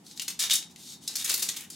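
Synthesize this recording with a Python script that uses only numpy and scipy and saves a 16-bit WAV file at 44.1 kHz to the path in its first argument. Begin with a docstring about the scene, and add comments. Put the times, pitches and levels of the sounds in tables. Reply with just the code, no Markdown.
"""A low appliance drone, then fingers rubbing dry onion skin that is peeled by hand over a steel sink.
The skin snaps, and rips in short runs of tiny fractures; torn sheets ring briefly.
Later it also lifts off with a fine crackle, and fingers bump the bulb with dull thuds of damped noise.
Each fracture is a click shaped by its flake and scattered by the hands; steel and the small kitchen answer.
The drone is steady noise, shaped in frequency and more alike left and right in the bass."""
import sys
import numpy as np
from scipy import signal
from scipy.io import wavfile

SR = 44100
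rng = np.random.default_rng(int(sys.argv[2]) if len(sys.argv) > 2 else 0)


def bounce(signal):
    """Save signal as a 16-bit WAV file at the path given by the first command-line argument."""
    frames = np.transpose(np.atleast_2d(signal))
    limited = np.clip(frames, -1, 1)
    pcm = np.round(limited * 32767).astype(np.int16)
    wavfile.write(sys.argv[1], SR, pcm)


N = 77175  # length in samples

LEVEL_SPAN_S = 0.0024  # the level of a snap or knock is its energy averaged over this time


def amp(db):
    """Decibels to gain."""
    return 10 ** (np.asarray(db) / 20)


def unit(x):
    """Scales to a mean energy of one per channel."""
    return x / np.sqrt(np.mean(np.sum(x ** 2, -1)) + 1e-20)


def read(points, hz):
    """Reads a table on a log-frequency axis."""
    f, value = np.transpose(points)
    return np.interp(np.log(hz + 1), np.log(f), value)


def add(mix, s, sound):
    """Mixes a sound in at a time in seconds."""
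    part = mix[:, max(round(s * SR), 0):][:, :sound.shape[1]]
    part += sound[:, :part.shape[1]]


def drone():
    """Low, steady noise of a kitchen appliance, shaped by random phases and sizes in each band."""
    # spectrum of the drone, before its overall level is set: pitch_hz, relative level_db (per Hz)
    drone_spectrum = [(50, -17.5), (78, -5), (120, -5), (172, 4), (290, -1.5), (420, -10.5), (600, -18),
                      (800, -10.5), (1200, -19.5), (3000, -23), (8000, -23.5), (16000, -35)]
    # left-right likeness of the drone: pitch_hz, likeness (0 to 1)
    drone_likeness = [(100, 1), (250, 0.95), (600, 0.49), (3000, 0.19)]
    level_db = -56
    hz = np.fft.rfftfreq(4096, 1 / SR)
    a, b, c, d = rng.standard_normal((4, len(hz), N // 1024 + 5))
    left, other = a + 1j * b, c + 1j * d
    same = read(drone_likeness, hz)[:, None]
    right = same * left + np.sqrt(1 - same ** 2) * other
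    bands = np.array([left, right]) * amp(read(drone_spectrum, hz)[:, None])
    noise = signal.istft(bands, nperseg=4096, noverlap=3072)[1][:, :N]
    return amp(level_db) * np.sqrt(N) * unit(noise)


def pair(size):
    """Left and right noise, nearly alike in the bass and less so in the treble."""
    apart_low, apart_high, apart_hz = 0.28, 0.45, 7000  # side gain below and above a gentle crossover
    mid, side = rng.standard_normal((2, size))
    treble = signal.sosfilt(signal.butter(1, apart_hz, "high", fs=SR, output="sos"), side)
    side = apart_low * (side - treble) + apart_high * treble
    return np.array([mid + side, mid - side])


def flake(pitch_hz, tilt, body_db, scatter_t60):
    """One fracture: a flake radiates from its lowest resonance up, and the hands scatter the click."""
    # colour of the dry skin: pitch_hz, relative level_db
    skin_colour = [(100, -26.5), (300, -8.5), (600, -16), (1100, -6), (2000, 2), (4000, 4.5), (6500, 5),
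                   (10500, 0.5), (16000, -8)]
    resonance_db, resonance_octaves = 4, 0.1  # height and width of the lowest resonance
    scatter_db = 3  # reflections off the hands and the onion
    taps = 2048
    hz = np.fft.rfftfreq(taps, 1 / SR)
    octaves = np.log2((hz + 20) / pitch_hz)
    # below its resonance the flake radiates only its body share
    radiated = amp(body_db) + (1 - amp(body_db)) / (1 + np.exp(-(octaves + 0.13) / 0.17))
    resonance = resonance_db * np.exp(-(octaves / resonance_octaves) ** 2)
    db = read(skin_colour, hz) + tilt * np.maximum(octaves, -1) + resonance
    log_gain = np.log(np.maximum(amp(db) * radiated, 1e-5))
    # minimum phase: the click starts at once and all its ringing follows
    mirrored = np.r_[log_gain, log_gain[-2:0:-1]]
    click = np.fft.ifft(np.exp(np.conj(signal.hilbert(mirrored)))).real
    t = np.arange(taps) / SR
    scatter = amp(scatter_db) * unit(pair(taps) * amp(-60 * t / scatter_t60))
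    scatter[:, 0] += 1  # direct sound
    return signal.fftconvolve(click[None, :taps // 2], scatter, axes=1)


def fractures(rows, per_s, spread_db, attack, release, count=6):
    """Runs of tiny fractures of uneven size, shared among flakes of slightly different pitch.

    Attack and release are shares of a run; the release is centred on the run's stated end."""
    spread_octaves = 0.14  # pitch range of the flakes in one run
    scatter_t60 = 0.051  # s
    out = np.zeros((2, N))
    for s, length, db, hz, tilt, body_db in rows:
        t = np.arange(0, 2 * length, 1 / SR)
        chance, size, sign, spot = rng.random((4, len(t)))
        rise, fall = t / length / attack, (1 - t / length) / release + .5
        swell = np.clip(np.minimum(rise, fall), 0, 1)
        sizes = amp(-spread_db * np.log(size + 0.014))  # mostly small, a few large
        clicks = (chance < per_s / SR) * np.sign(sign - .5) * sizes * swell
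        pitches = hz * 2 ** (spread_octaves * np.linspace(-.5, .5, count))
        run = 0
        for k, pitch in enumerate(pitches):
            own_clicks = clicks * (np.floor(spot * count) == k)
            run = run + signal.fftconvolve([own_clicks], flake(pitch, tilt, body_db, scatter_t60), axes=1)
        add(out, s, amp(db) * np.sqrt(length * SR) * unit(run))
    return out


def rubs():
    """Fingers slide on the skin: fractures so dense and uneven that they blur into a rustle."""
    # finger strokes: start_s, length_s, level_db
    strokes = [(0.031, .11, -54.5), (0.153, 0.031, -49.5), (0.692, 0.032, -58), (0.763, 0.11, -51),
               (0.85, 0.093, -46.5), (1.002, 0.08, -52.5), (1.704, 0.058, -50)]
    pitch_hz, tilt, body_db = 3730, -2.2, -14.5  # flake pitch, brightness (dB per octave), body below it
    rows = [(*stroke, pitch_hz, tilt, body_db) for stroke in strokes]
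    return fractures(rows, per_s=21000, spread_db=6, attack=0.33, release=0.098)


def steel(x):
    """Steel nearby, the sink and a bowl, rings faintly in sympathy as decaying sines."""
    # modes of the steel: pitch_hz, level_db, t60_s
    steel_modes = [(3715, -23.5, 0.28), (11000, -36, 0.21)]
    t = np.arange(SR // 3) / SR
    ring = np.zeros(len(t))
    for hz, db, t60 in steel_modes:
        ring += amp(db) * unit(np.sin(2 * np.pi * hz * t) * amp(-60 * t / t60))
    return signal.fftconvolve(x, ring[None], axes=1)[:, :N]


def kitchen(x, count=4):
    """A short diffuse tail whose treble dies first; its pattern keeps shifting among a few noise tails."""
    # reverberation of the room: pitch_hz, t60_s
    room_decay = [(200, 0.85), (1300, 0.3), (9000, 0.21), (16000, 0.16)]
    level_db, build_up_s, shift_s = -4, 0.0068, 0.009
    out, turn = np.zeros((2, N)), np.arange(N) / SR / shift_s
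    for k in range(count):
        hz, t, bands = signal.stft(pair(SR // 2), SR, nperseg=256)
        decay = amp(-60 * t / read(room_decay, hz)[:, None])
        tail = signal.istft(bands * decay, SR, nperseg=256)[1]
        tail = tail * np.minimum(np.arange(tail.shape[1]) / SR / build_up_s, 1)
        # each tail takes its turn, crossfading with its neighbours
        share = np.sin(np.pi / 2 * np.minimum((turn - k) % count, 2))
        out += signal.fftconvolve(x * share, unit(tail), axes=1)[:, :N]
    return amp(level_db) * out


def snaps():
    """Each snap is one large fracture that dies away quickly."""
    # single cracks of a flake: start_s, level_db, pitch_hz, brightness (dB per octave)
    cracks = [(.066, -43, 4300, -5), (0.1125, -43, 4050, -7.5), (.1755, -35, 4100, -7),
              (0.1969, -24.5, 2830, -5.5), (0.5249, -23.5, 3350, -5), (0.6267, -36, 3930, -9.5),
              (0.761, -41.5, 1990, -.5), (1.0769, -27.5, 3960, -3.5), (1.1554, -27, 4350, -9),
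              (1.1625, -30.5, 4430, 11), (1.1686, -25.5, 4630, -4.5), (1.259, -45, 5500, 0),
              (1.609, -35.5, 3970, 6)]
    out = np.zeros((2, N))
    for s, db, hz, tilt in cracks:
        crack = flake(hz, tilt, body_db=-19, scatter_t60=0.032)
        add(out, s, amp(db) * np.sqrt(LEVEL_SPAN_S * SR) * unit(crack))
    return out


def rips():
    """The skin tears in short bursts of fractures of nearly even size."""
    # tears: start_s, length_s, level_db, pitch_hz, brightness (dB per octave), body_db (below the pitch)
    tears = [(.218, 0.0059, -30.5, 3100, 2, -3), (.279, 0.0076, -27, 3410, 0, -4.5),
             (.300, 0.0078, -34.5, 2950, -.5, -3.5), (.390, 0.021, -26, 3870, -0.5, -10.5),
             (.405, 0.054, -31.5, 3060, -1, -4), (.425, 0.0036, -24, 3700, -1.5, -19),
             (.437, 0.0025, -27.5, 3300, -7, -9.5), (.496, 0.0064, -26, 3380, -4, -7),
             (.505, 0.012, -20.5, 3190, -3.5, -15), (.528, 0.015, -22, 3280, 3.5, -1),
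             (.552, 0.0068, -21.5, 5430, -0.5, -17), (1.078, 0.0022, -23, 4130, -5, -32),
             (1.156, 0.0054, -26, 4700, 1.5, -9), (1.243, 0.0091, -26.5, 5900, -1.5, -12.5),
             (1.293, 0.0081, -22.5, 4150, 1, -3), (1.305, 0.0044, -24, 4200, -6.5, -16),
             (1.316, 0.0024, -21.5, 4520, 8.5, 7.5), (1.325, 0.0084, -31, 4220, -5.5, -10),
             (1.340, 0.005, -19.5, 4400, 5, -1.5), (1.377, 0.0025, -25.5, 4530, 8.5, 6),
             (1.393, 0.0081, -30.5, 3650, 3.5, -4), (1.421, 0.012, -24, 4700, 2.5, -3.5),
             (1.487, 0.0058, -23, 3500, -0.5, -6.5), (1.562, 0.012, -33.5, 3660, 1, -2),
             (1.701, 0.005, -36, 4670, 1, -9.5)]
    return fractures(tears, per_s=3200, spread_db=1, attack=.22, release=.8)


def sheets():
    """A freed sheet of skin swells into one short ring as it tears, a decaying sine."""
    # rings: start_s, pitch_hz, level_db, t60_s
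    sheet_rings = [(.392, 1732, -45, .24), (.506, 3705, -20.5, 0.079)]
    out, t = np.zeros((2, N)), np.arange(SR // 4) / SR
    swell = np.minimum(t / 0.0024, 1)  # rise time in seconds
    for s, hz, db, t60 in sheet_rings:
        ring = swell * amp(db - 60 * t / t60) * np.sin(2 * np.pi * hz * t)
        add(out, s, ring[None])
    return out


def peels():
    """The skin lifts off slowly: sparser fractures make a fine crackle."""
    # lifts: start_s, length_s, level_db, pitch_hz, brightness (dB per octave), body_db (below the pitch)
    lifts = [(1.085, 0.064, -45.5, 4150, -1.5, -7.5), (1.18, 0.053, -36.5, 3650, 0, -4),
             (1.25, 0.069, -35.5, 3800, 3, 5), (1.35, 0.15, -42, 4470, 0.5, -3),
             (1.53, 0.12, -48, 3570, 4, 11.5)]
    return fractures(lifts, per_s=600, spread_db=1.5, attack=0.051, release=0.19)


def knocks():
    """The fingers bump the firm bulb: a dull, quickly damped thud of band-passed noise."""
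    # bumps: start_s, level_db
    bumps = [(1.092, -47), (1.305, -39), (1.424, -42), (1.491, -49.5)]
    band_hz, t60 = (250, 1600), 0.088  # t60 in s
    out, t = np.zeros((2, N)), np.arange(SR // 8) / SR
    dull = signal.butter(2, band_hz, "band", fs=SR, output="sos")
    for s, db in bumps:
        thud = signal.sosfilt(dull, pair(len(t)) * amp(-60 * t / t60))
        add(out, s, amp(db) * np.sqrt(LEVEL_SPAN_S * SR) * unit(thud))
    return out


def scene():
    """The onion, a little to the left, in the kitchen."""
    left_db = 0.62  # left is raised and right lowered by this
    skin = rubs() + snaps() + rips() + sheets() + peels() + knocks()
    skin = skin * amp([[left_db], [-left_db]])
    return drone() + skin + steel(skin) + kitchen(skin)


def record(dry):
    """A low cut, then a steep treble limit."""
    low_cut_hz, edge_hz = 82, 15900
    cut = signal.sosfilt(signal.butter(2, low_cut_hz, "high", fs=SR, output="sos"), dry)
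    band_limit = signal.firwin(511, edge_hz, window=("kaiser", 9), fs=SR)
    return signal.oaconvolve(cut, band_limit[None], "same")


dry = scene()
out = record(dry)
bounce(out)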